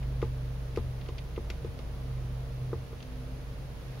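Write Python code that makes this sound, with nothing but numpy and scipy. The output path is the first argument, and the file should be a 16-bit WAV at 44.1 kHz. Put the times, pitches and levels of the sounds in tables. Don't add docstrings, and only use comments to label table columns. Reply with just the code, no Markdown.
import sys
import numpy as np
from scipy import signal
from scipy.fft import rfft, irfft
from scipy.io import wavfile

SR = 44100
rng = np.random.default_rng(int(sys.argv[2]) if len(sys.argv) > 2 else 0)


def master(y):
    cut = np.clip(np.atleast_2d(y).T, -1, 1)
    pcm = np.round(cut * 32767)
    wavfile.write(sys.argv[1], SR, pcm.astype(np.int16))


N = 176400
T = np.arange(N) / SR
ROOM_T60_S = 0.21
MODE_SPREAD = 0.071


def from_db(db):
    return 10 ** (np.asarray(db) / 20)


def rms_one(x):
    return x / np.sqrt(np.mean(x ** 2) + 1e-20)


def in_time(rows):
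    return np.interp(T, *np.transpose(rows))


def at_hz(points, hz):
    points_hz, values = np.transpose(points)
    return np.interp(np.log(hz + 1e-3), np.log(points_hz), values)


def pan(db):
    return from_db(np.array([[db], [-db]]) / 2)


def drift(rate_hz):
    knots = rng.standard_normal(256)
    return np.interp(T * rate_hz, np.arange(len(knots)), knots)


def noise(spectrum, likeness, size=N):
    hz = np.fft.rfftfreq(size, 1 / SR)
    mid, side = rfft(rng.standard_normal((2, size)))
    alike = likeness if np.isscalar(likeness) else at_hz(likeness, hz)
    stereo = np.sqrt(1 + alike) * mid + np.sqrt(1 - alike) * side * [[1], [-1]]
    return rms_one(irfft(from_db(at_hz(spectrum, hz)) * stereo, size))


def tone(hz):
    return np.sqrt(2) * np.sin(2 * np.pi * (np.cumsum(hz) / SR + rng.random()))


def band(x, low_hz, high_hz):
    for hz, kind in (low_hz, "high"), (high_hz, "low"):
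        x = signal.sosfilt(signal.butter(3, hz, kind, fs=SR, output="sos"), x)
    return x


def add(out, start_s, sound):
    i = int(start_s * SR)
    out[:, i:i + sound.shape[-1]] += sound[..., :N - i]


SHAFT_HARMONICS = [-49.5, -41, -55.5]
# time_s, level_db
SHAFT_RIDE = [(0.0, -31), (0.04, -30), (1.05, -36.5), (1.54, -32.5), (1.77, -42), (1.85, -33.5),
              (2.48, -35), (2.95, -43.5), (2.97, -57), (3.13, -36), (3.83, -39.5), (4.0, -45)]
# time_s, level_db
DRONE_RIDE = [(0.0, -39), (0.11, -35), (0.8, -41), (0.83, -37), (1.61, -51.5), (1.64, -40), (1.75, -50),
              (2.15, -37.5), (2.57, -40.5), (2.63, -34), (3.12, -57), (3.16, -43.5), (3.79, -47.5),
              (4.0, -41.5)]
# time_s, level_db
OCTAVE_RIDE = [(0, -61.5), (2.95, -61.5), (3.12, -50.5), (3.35, -52.5), (3.55, -63), (4, -73)]
# pitch_hz, level_db, wander_hz
FAINT_TONES = [(462.8, -60.5, 1.47), (586.3, -70, 3.3), (2665, -85, 3.6)]

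def machine_hum(shaft_hz=28.05, drone_hz=127.03, drone_wander_hz=1.258, drone_trim_db=0.5):
    ride_db = in_time(SHAFT_RIDE)
    speed_hz = shaft_hz * (1 + 0.004 * drift(3.9))
    shaft = sum(from_db(db) * tone(k * speed_hz) for k, db in enumerate(SHAFT_HARMONICS, 1))
    shaft *= from_db(ride_db - ride_db.mean())
    pitch_hz = drone_hz + drone_wander_hz * drift(3.09)
    drone = from_db(in_time(DRONE_RIDE) + drone_trim_db) * tone(pitch_hz)
    octave = from_db(in_time(OCTAVE_RIDE)) * tone(2 * pitch_hz)
    faint = sum(from_db(db) * tone(hz + wander_hz * drift(20)) for hz, db, wander_hz in FAINT_TONES)
    return shaft + drone + octave + faint


# frequency_hz, left_right_likeness
BED_IMAGE = [(30, 0.53), (130, 0.9), (250, 0.47), (500, 0.58), (1000, 0.31), (2500, 0.073), (6000, 0.055),
             (14000, 0.081)]
# frequency_hz, relative_db
RUMBLE_EQ = [(20, -9), (30, -18), (39, 5), (50, 2), (70, -3), (95, 0.5), (150, -0.5), (200, -8.5),
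             (280, -10.5), (430, -13.5), (600, -12.5), (750, -18.5), (1200, -23), (1600, -32),
             (4000, -48.5)]
# time_s, level_db
RUMBLE_RIDE = [(0, -44), (1, -44.5), (2, -43.5), (3, -45), (4, -44.5)]

def room_rumble():
    return from_db(in_time(RUMBLE_RIDE)) * noise(RUMBLE_EQ, BED_IMAGE)


WHINE_PARTIALS = [-29, -10, 4, -15, -14]

def electronic_whine(centre_hz=8799, flutter_hz=24, base_db=-74):
    left_lead_rad = np.array([[2.5], [0]])
    whine = np.zeros((2, N))
    for k, db in enumerate(WHINE_PARTIALS, -2):
        phase = 2 * np.pi * ((centre_hz + k * flutter_hz) * T + rng.random())
        whine += from_db(base_db + db) * np.sqrt(2) * np.sin(phase + left_lead_rad)
    return whine


def electronic_whistles(pitches_hz=(9923, 15734), levels_db=(-85, -87), wanders_hz=(20, 1)):
    return sum(from_db(db) * tone(hz + wander_hz * drift(28))
               for hz, db, wander_hz in zip(pitches_hz, levels_db, wanders_hz))


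# frequency_hz, relative_db
HISS_EQ = [(300, -1), (1500, 3.5), (2700, 1), (4500, -2.5), (6500, -7.5), (7700, -16), (9000, -15),
           (10300, -10), (12500, -11.5), (15500, -18)]
# time_s, boost_db
HISS_RIDE = [(0, 0.5), (3.2, 0.5), (3.7, 0.6), (4, 2.6)]

def electronic_hiss(base_db=-57):
    return from_db(base_db + in_time(HISS_RIDE)) * noise(HISS_EQ, BED_IMAGE) * pan(-1.6)


def plastic_crack(spectrum, t60_s, room_db, likeness, size=8192):
    t = T[:size]
    direct = noise(spectrum, likeness, size) * from_db(-60 * t / t60_s)
    tail = noise(spectrum, 0, size) * from_db(room_db - 60 * t / ROOM_T60_S)
    return direct + tail


# frequency_hz, relative_db
CAP_EQ = [(500, -20), (1100, 0), (1550, 0), (2200, 2), (3000, 0.5), (4700, -7.5), (6500, -9.5),
          (10000, -28.5), (12000, -13), (15500, -39)]
# pitch_hz, relative_db, t60_s
CAP_RING = [(1480, -8.5, 0.07), (1987, -9.5, .07), (2143, -9, 0.095), (2418, -12, 0.095), (2750, -7, 0.029),
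            (3280, -15.5, 0.039), (3685, -18, 0.12), (4587, -11, 0.036)]
# start_s, level_db, low_cut_hz, high_cut_hz, rattle_length_s
TICK_CUES = [(0.028, -42.5, 1300, 4000, .004), (0.2172, -39, 1000, 9000, 0.0035),
             (0.76, -36, 1500, 12900, 0.0026), (1.013, -41, 2500, 5200, 0.0017),
             (1.060, -46, 1200, 6030, .002), (1.0862, -37.5, 3000, 5570, .004),
             (1.181, -32, 2370, 5400, 0.0092), (1.3615, -38.5, 2300, 4200, 0.0029),
             (1.501, -31, 1400, 12000, .0035), (1.789, -38, 2600, 5440, 0.0046),
             (3.004, -39, 2900, 3800, .005), (3.0266, -39.5, 2700, 7500, 0.0022)]

def cap_ticks(trim_db=-6, rattle_db=-7, bounces=3, size=8192):
    out, t = np.zeros((2, N)), T[:size]
    hz, mode_db, t60_s = np.transpose(CAP_RING)[:, :, None]
    modes = np.sin(2 * np.pi * hz * t) * from_db(mode_db - 60 * t / t60_s)
    contact = dict(spectrum=CAP_EQ, t60_s=0.03, room_db=-19, likeness=0.43)
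    for start_s, level_db, low_hz, high_hz, rattle_s in TICK_CUES:
        polarity = rng.choice([-1, 1], len(hz))
        ring = (polarity + MODE_SPREAD * rng.standard_normal((2, len(hz)))) @ modes
        gain = from_db(level_db + trim_db)
        add(out, start_s, gain * band(ring + plastic_crack(**contact), low_hz, high_hz))
        for k in range(bounces):
            bounce = band(plastic_crack(**contact), low_hz, high_hz)
            delay_s = rattle_s * (k + rng.uniform(.5, 1)) / bounces
            add(out, start_s + delay_s, gain * from_db(rattle_db) * bounce)
    return out


# pitch_hz, relative_db, t60_s
CASE_RING = [(80.5, -5, 0.4), (219, -9.5, 0.1), (310, -13, 0.017), (362.6, -3.5, 0.068), (409, 6.5, 0.031),
             (451, -0.5, 0.06), (556, -45.5, 0.11), (857, -19, 0.086), (1034, -13, 0.042),
             (1205, -10.5, 0.031), (1300, -9.5, 0.01), (1973, -25, 0.039)]
# frequency_hz, relative_db
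SNAP_EQ = [(300, -3), (1200, 4), (2000, 0), (4000, -4), (7000, -16), (11000, -18), (15000, -38)]
# start_s, ring_gain_db, brightness_db_per_octave, snap_gain_db
KNOCK_CUES = [(0.2264, -21, 1, -37), (0.7733, -20, -1, -37.5), (1.0884, -33.5, 2.5, -51),
              (1.3767, -25.5, -0.5, -51), (1.502, -36, -5, -55), (1.6466, -27.5, -5, -44),
              (1.791, -38, 0, -56), (2.73, -24, 0.2, -48), (2.929, -36.5, 1, -55)]

def case_knocks(build_up_cycles=1.59, scatter_db=0.5, room_db=-16, snap_trim_db=0.5, size=16384):
    out, t = np.zeros((2, N)), T[:size]
    hz, mode_db, t60_s = np.transpose(CASE_RING)[:, :, None]
    build_up = 1 - np.exp(-t * hz / build_up_cycles)
    modes = np.sin(2 * np.pi * hz * t) * build_up * from_db(mode_db - 60 * t / t60_s)
    octaves_up = np.maximum(np.log2(hz[:, 0] / hz[np.argmax(mode_db)]), 0)
    for start_s, ring_db, brightness, snap_db in KNOCK_CUES:
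        strength = from_db(brightness * octaves_up + scatter_db * rng.standard_normal(len(hz)))
        sides = 1 + MODE_SPREAD * rng.standard_normal(len(hz)) * [[1], [-1]]
        ring = from_db(ring_db) * (strength * sides) @ modes
        room = rms_one(rng.standard_normal((2, size)) * from_db(-60 * t / ROOM_T60_S)) / np.sqrt(size)
        reverb = signal.fftconvolve(ring, room, axes=1)[:, :size]
        add(out, start_s, ring + from_db(room_db) * reverb)
        snap = plastic_crack(SNAP_EQ, t60_s=0.0024, room_db=-13, likeness=0.91)
        add(out, start_s, from_db(snap_db + snap_trim_db) * snap)
    return out


def scene():
    room = (machine_hum() + room_rumble()) * pan(-0.78)
    buttons = (case_knocks() + cap_ticks()) * pan(1)
    return room + buttons + electronic_whine() + electronic_whistles() + electronic_hiss()


def record(dry, notch_hz=(7880, 8640), cutoff_hz=15800):
    notch = signal.butter(5, notch_hz, "bandstop", fs=SR, output="sos")
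    top_cut = signal.ellip(12, .1, 90, cutoff_hz, fs=SR, output="sos")
    return signal.sosfilt(top_cut, signal.sosfilt(notch, dry))


dry = scene()
out = record(dry)
master(out)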